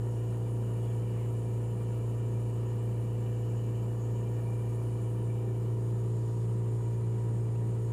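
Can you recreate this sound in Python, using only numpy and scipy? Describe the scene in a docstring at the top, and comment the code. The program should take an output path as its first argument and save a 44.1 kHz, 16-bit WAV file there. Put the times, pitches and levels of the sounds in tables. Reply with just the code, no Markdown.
"""A small hospital room, with a phone microphone held in front of a running ventilator. From about
4 s to 7 s it is carried round to one side, and the tones and wall echoes shift with it.
Behind, compressed gas hisses thinly in valves and tubing and cooling air rumbles through the cabinet.
Over that, the air compressor hums on the orders of one shaft, knocks softly on every turn
and sets panel edges and light metal parts buzzing."""
import sys
import numpy as np
from scipy import signal
from scipy.fft import rfft, irfft
from scipy.io import wavfile

SR = 44100
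rng = np.random.default_rng(int(sys.argv[2]) if len(sys.argv) > 2 else 0)


def dump_mix(stems):
    """Bounce the given channels to the path in sys.argv[1] as a 16-bit WAV at rate SR."""
    frames = np.atleast_2d(stems).T  # one column per channel
    limited = np.clip(frames, -1, 1)  # hard clip at full scale
    pcm = np.round(limited * 32767).astype(np.int16)
    wavfile.write(sys.argv[1], SR, pcm)


N = 349272
T = np.arange(N) / SR
FREQS = np.maximum(np.fft.rfftfreq(N, 1 / SR), 1)
SHAFT_HZ, SOUND_M_S = 28.8594, 343

# microphone path: t/s, aside (0 in front .. 1 at the side)
MIC_PATH = [(0, 0), (4.0, 0.031), (4.9, 0.17), (5.55, 0.53), (6.4, 0.94), (7.0, 1), (7.9, 0.97)]
# spectra of the gas jet and the cooling air: f/Hz, relative level/dB
JET_SPECTRUM = [(1500, 0.5), (3300, 8), (4500, 7), (6200, 6.5), (6700, 6), (9000, 11), (9900, 4.5),
                (10400, 4.5), (12400, 5), (13000, 3), (14200, -0.5), (15500, -5)]
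AIR_SPECTRUM = [(20, -24), (45, -17.5), (75, -16), (96, -1.5), (140, -7), (225, -7.5), (268, -12.5),
                (305, -11), (450, -14.5), (560, -21.5), (1060, -26.5), (1500, -34), (2200, -37.5),
                (5000, -52.5), (12000, -74)]
# gas passage resonances: f/Hz, width/Hz, relative level/dB in front, halfway, at the side
GAS_PASSAGES = [(6685, 240, -2.5, -7, -1.5), (7100, 280, -2, -2, -2), (7530, 113, 0.5, -8, -3),
                (7950, 300, -7, -10, -11), (8530, 130, -3.5, -4, 1.5), (9080, 180, -14, -5, -11),
                (11030, 170, -6.5, -11, -15), (11780, 220, -6, -8, -12), (12040, 120, -6, -8, -11),
                (12380, 240, -9, -8, -20)]
# course of the valve's sizzle: t/s, level/dB
SIZZLE_LEVEL = [(0, -70.5), (1.5, -71), (3.1, -71.5), (3.6, -73.5), (4.3, -70.5), (5.05, -69), (5.5, -76),
                (5.9, -73), (7.9, -72.5)]
# faint swells of hiss: t/s, half-length/s, f/Hz, width/Hz, level/dB
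HISS_SWELLS = [(0.165, 0.082, 5800, 400, -76), (0.868, 0.053, 3360, 90, -71.5),
               (1.2, 0.099, 2100, 1100, -65), (1.95, .03, 2850, 220, -64), (4.038, 0.043, 6830, 400, -64.5),
               (6.297, 0.17, 5200, 2000, -74), (7.565, 0.031, 2750, 300, -71)]
# resonances of the machine's parts: f/Hz, width/Hz, relative level/dB
VALVE_MODES = [(9410, 130, -1.5), (9670, 210, 2)]
CABINET_MODES = [(185, 19, -4), (325, 53, -17), (438, 13, -16.5)]
PANEL_MODES = [(596, 13, 6), (682, 10, 4), (791, 21, 5.5), (918, 46, 3), (973, 50, 3), (1038, 40, 1.5),
               (1157, 14, 2), (1192, 14, 0), (1287, 28, -2), (1337, 16, -4), (1430, 27, -3)]
EDGE_MODES = [(983, 47, 2), (1170, 190, -5), (1510, 330, -14)]
COVER_MODES = [(1763, 60, 0), (1853, 60, -2.5), (1661, 55, -3.5)]
LOW_METAL_MODES = [(2298, 30, -0.5), (2336, 20, -3.5), (2373, 28, 2)]
HIGH_METAL_MODES = [(2714, 26, 4.6), (2770, 22, 5), (2750, 300, 1.2), (2885, 31, 5), (2942, 34, 10.6),
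                    (3064, 45, 6.5)]
# course of the lower buzz and of the higher, which radiates to the front: t/s, gain/dB
LOW_BUZZ_GAIN = [(0, -6), (0.7, -3), (2.5, -2), (4.1, -3.5), (4.5, 3), (4.8, -0.5), (5.5, 0), (5.9, -10),
                 (6.6, -10), (6.9, -3.5), (7.8, -8)]
HIGH_BUZZ_GAIN = [(0, -1.5), (1.1, 0), (2.3, 0), (2.9, -1), (3.55, 1.5), (4.1, -2.5), (4.9, -2.5),
                  (5.7, -3.5), (7.9, -7)]
# compressor tones: shaft order (rounded in use), level/dB in front, halfway, at the side
HUM_ORDERS = [(2, -49.5, -51, -50.5), (3, -65, -61, -69), (4, -31.7, -31, -30.5), (5, -63, -58, -59),
              (6, -62.5, -55.5, -50.5), (7, -53, -53, -57), (8, -58.5, -60.5, -61.5),
              (9, -54.5, -58.5, -61.5), (10, -61, -62, -69), (11, -53, -50.5, -52.5), (12, -62.5, -65, -73),
              (13, -49, -46, -48.5), (14, -59, -54, -61), (15, -53, -53, -50.5), (16, -69, -75, -67),
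              (17, -50.5, -52, -55), (18, -60.5, -59, -63.5), (19, -73, -80, -64.5), (20, -64.5, -75, -69),
              (21, -73.5, -81, -81), (22, -71.5, -71.5, -79), (23, -63, -61.5, -67.5), (24, -80, -76, -80),
              (25, -68.5, -72, -76), (27, -78, -74, -74.5), (28, -82, -77, -79), (29, -69.5, -73, -74),
              (31, -71, -69, -71), (32, -77, -77, -85), (33, -64.5, -64.5, -62), (35, -93, -73, -74),
              (40, -81, -87, -77), (43, -80, -86, -80), (68.2, -90, -94, -78)]


def undb(db):
    """Decibels to gain."""
    return 10 ** (np.asarray(db) / 20)


def level(x, db):
    """Scale a sound to an rms level."""
    return x * undb(db) / np.sqrt(np.mean(x ** 2))


def noise():
    """White noise."""
    return rng.standard_normal(N)


def shape(x, response):
    """Filter a sound by a frequency response."""
    return irfft(rfft(x) * response, N)


def walk(rate_hz):
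    """Smooth random drift of spread 1, changing about rate_hz times a second."""
    return level(shape(noise(), np.exp(-(FREQS / rate_hz) ** 2)), 0)


def colour(points):
    """Response through (f/Hz, level/dB) points on a log-frequency axis."""
    hz, db = np.transpose(points)
    return undb(np.interp(np.log(FREQS), np.log(hz), db))


def resonances(modes):
    """Response of (f/Hz, width/Hz, level/dB) resonances with steep skirts, added in power."""
    power = sum(undb(db) ** 2 / (1 + 2 * ((FREQS - hz) / width) ** 2) ** 2 for hz, width, db in modes)
    return np.sqrt(power)


def resonant_noise(modes, db):
    """Noise through resonances, at an rms level."""
    return level(shape(noise(), resonances(modes)), db)


def course(points):
    """Follow (t/s, value) points through the scene."""
    return np.interp(T, *np.transpose(points))


def at_mic(aside, levels):
    """Level at the microphone, between those in front, halfway and at the side."""
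    return np.interp(aside, [0, .5, 1], levels)


def room(x, aside, wet_db, count=24, first_s=.004, last_s=.03, step_m=0.3455, tremble_m=.004):
    """Wall echoes comb the sound; their paths slide as the hand trembles and the microphone moves."""
    moved_s = (step_m * aside + tremble_m * walk(1.4)) / SOUND_M_S
    oversampled = signal.resample_poly(x, 2, 1)
    fine_t = np.arange(len(oversampled)) / (2 * SR)
    echoes = 0
    for lag, (offset, direction) in zip(np.linspace(first_s, last_s, count), rng.random((count, 2))):
        delay = lag + offset * first_s + moved_s * np.cos(np.pi * direction)
        echoes = echoes + np.interp(T - delay, fine_t, oversampled)
    return (x + level(echoes, wet_db) * np.std(x)) / np.sqrt(1 + undb(wet_db) ** 2)


def swells():
    """Brief soft rises of hiss, far in the background."""
    return sum(resonant_noise([(hz, width, 0)], db) * np.exp(-((T - peak_s) / half_s) ** 2)
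               for peak_s, half_s, hz, width, db in HISS_SWELLS)


def gas(aside, aside_db=-1.0, flicker_db=1.5, flutter_db=0.5):
    """A steady jet hisses, each passage flickers on its own, and a valve sizzles."""
    hiss = level(shape(noise(), colour(JET_SPECTRUM)), -67.5) * undb(aside_db * aside)
    mean_width = np.mean([row[1] for row in GAS_PASSAGES])
    for hz, width, *levels in GAS_PASSAGES:
        band = resonant_noise([(hz, width, 0)], -73) * np.sqrt(width / mean_width)
        hiss = hiss + band * undb(at_mic(aside, levels) + flicker_db * walk(29))
    sizzle = resonant_noise(VALVE_MODES, 0) * undb(course(SIZZLE_LEVEL) + 1.1 * walk(14))
    return (hiss + sizzle) * undb(flutter_db * walk(27))


def cooling_air(aside, aside_db=1.25, swell_db=1.03, throb_db=2.0):
    """Turbulence rumbles through the vents and throbs in the cabinet, a little louder at the side."""
    rumble = level(shape(noise(), colour(AIR_SPECTRUM)), -48.2) * undb(swell_db * walk(26))
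    boom = resonant_noise(CABINET_MODES, -52) * undb(throb_db * walk(10))
    return (rumble + boom) * undb(aside_db * aside)


def housing(aside, aside_db=-3.0, flicker_db=2, side_panel_rise_db=5):
    """Panels ring in the air stream and flicker; one steady panel is picked up best from the side."""
    panels = sum(shape(noise(), resonances([mode])) * undb(flicker_db * walk(11)) for mode in PANEL_MODES)
    side_panel = resonant_noise([(952, 28, 0)], -71) * undb(side_panel_rise_db * aside)
    return level(panels, -60) * undb(aside_db * aside) + side_panel


def whine(turns, aside, order=100, front_db=-77.5, aside_db=-17, waver_db=2.5):
    """A thin tone on a high order of the shaft, beamed to the front."""
    db = front_db + aside_db * aside + waver_db * walk(6.5)
    return np.sqrt(2) * np.sin(2 * np.pi * order * turns) * undb(db)


def strokes(turns, depth):
    """Gain that pulses with the two piston strokes of each turn."""
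    return 1 + depth * np.cos(2 * np.pi * 2 * turns)


def rattle(turns, scatter_db=4.5):
    """Loose panel edges chatter in uneven grains, driven by both strokes."""
    grains = noise() * undb(scatter_db * walk(70)) * strokes(turns, depth=0.62)
    return level(shape(grains, resonances(EDGE_MODES)), -67)


def once_a_turn(turns):
    """A unit impulse as the shaft completes each turn."""
    return np.diff(np.floor(turns), prepend=0)


def buzz(turns, modes, ring_db, rasp_db, scatter_db=3.0, t60_s=0.21, flicker_db=1.0):
    """Metal parts are tapped once a turn, unevenly, and rasp with both strokes."""
    metal = resonances(modes)
    taps = once_a_turn(turns) * undb(scatter_db * noise())
    decay = noise() * np.exp(-np.log(1000) * T / t60_s)
    ring = shape(taps, rfft(decay) * metal)
    rasp = shape(noise() * strokes(turns, depth=0.068), metal)
    return (level(ring, ring_db) + level(rasp, rasp_db)) * undb(flicker_db * walk(26))


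def metal_parts(turns, aside, cover_aside_db=-4):
    """The compressor shakes a thin cover and two groups of light metal parts."""
    cover = buzz(turns, COVER_MODES, ring_db=-73, rasp_db=-73.5) * undb(cover_aside_db * aside)
    low = buzz(turns, LOW_METAL_MODES, ring_db=-76, rasp_db=-71.5) * undb(course(LOW_BUZZ_GAIN))
    high = buzz(turns, HIGH_METAL_MODES, ring_db=-73, rasp_db=-71) * undb(course(HIGH_BUZZ_GAIN))
    return cover + low + high


def knock(turns, aside, thud_hz=400, puff_hz=700, puff_decay_s=0.0052, puff_aside_db=-7):
    """The piston knocks softly and unevenly on every turn, with a short puff from its valve."""
    taps = once_a_turn(turns) * noise()
    thud = level(shape(taps, resonances([(thud_hz, 140, 0)])), -60)
    since_tap_s = (turns % 1) / SHAFT_HZ
    burst = noise() * np.exp(-since_tap_s / puff_decay_s)
    puff = level(shape(burst, resonances([(puff_hz, 130, 0)])), -65.5)
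    return thud + puff * undb(puff_aside_db * aside)


def compressor(turns, aside, held_cycles=16, echo_cycles=0.31):
    """Piston strokes hum; the cabinet holds low orders back longest, so each falls in pitch and purrs."""
    hum = 0
    for order, *levels in HUM_ORDERS:
        order = round(order)
        waver_db = 0.24 if order == 4 else 0.5  # the strong fourth order is the steadiest
        db = at_mic(aside, levels) + waver_db * walk(7.8)  # standing waves: each spot has its own level
        scatter = (rng.random() - .5) * echo_cycles * aside  # echoes shift the phase at the side
        lag = held_cycles * np.log(order) + scatter
        hum = hum + undb(db) * np.sqrt(2) * np.cos(2 * np.pi * (order * turns - lag))
    return hum


def scene():
    """At the moving microphone: gas and air flow steadily while one shaft drives the hum and buzz."""
    aside = course(MIC_PATH)
    turns = SHAFT_HZ * T + 0.00073 * walk(3)  # the load barely sways the motor
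    metal = room(metal_parts(turns, aside), aside, wet_db=-9.5) + whine(turns, aside)
    hiss = room(gas(aside), aside, wet_db=-0.5) + swells()
    pump = compressor(turns, aside) + knock(turns, aside) + rattle(turns)
    airflow = housing(aside) + cooling_air(aside)
    return (hiss + airflow + metal + pump)[None]


def record(dry):
    """The hand-held phone, in mono, cuts the top steeply above 15.7 kHz."""
    return signal.sosfilt(signal.ellip(10, .1, 80, 15700, fs=SR, output="sos"), dry)


dry = scene()
out = record(dry)
dump_mix(out)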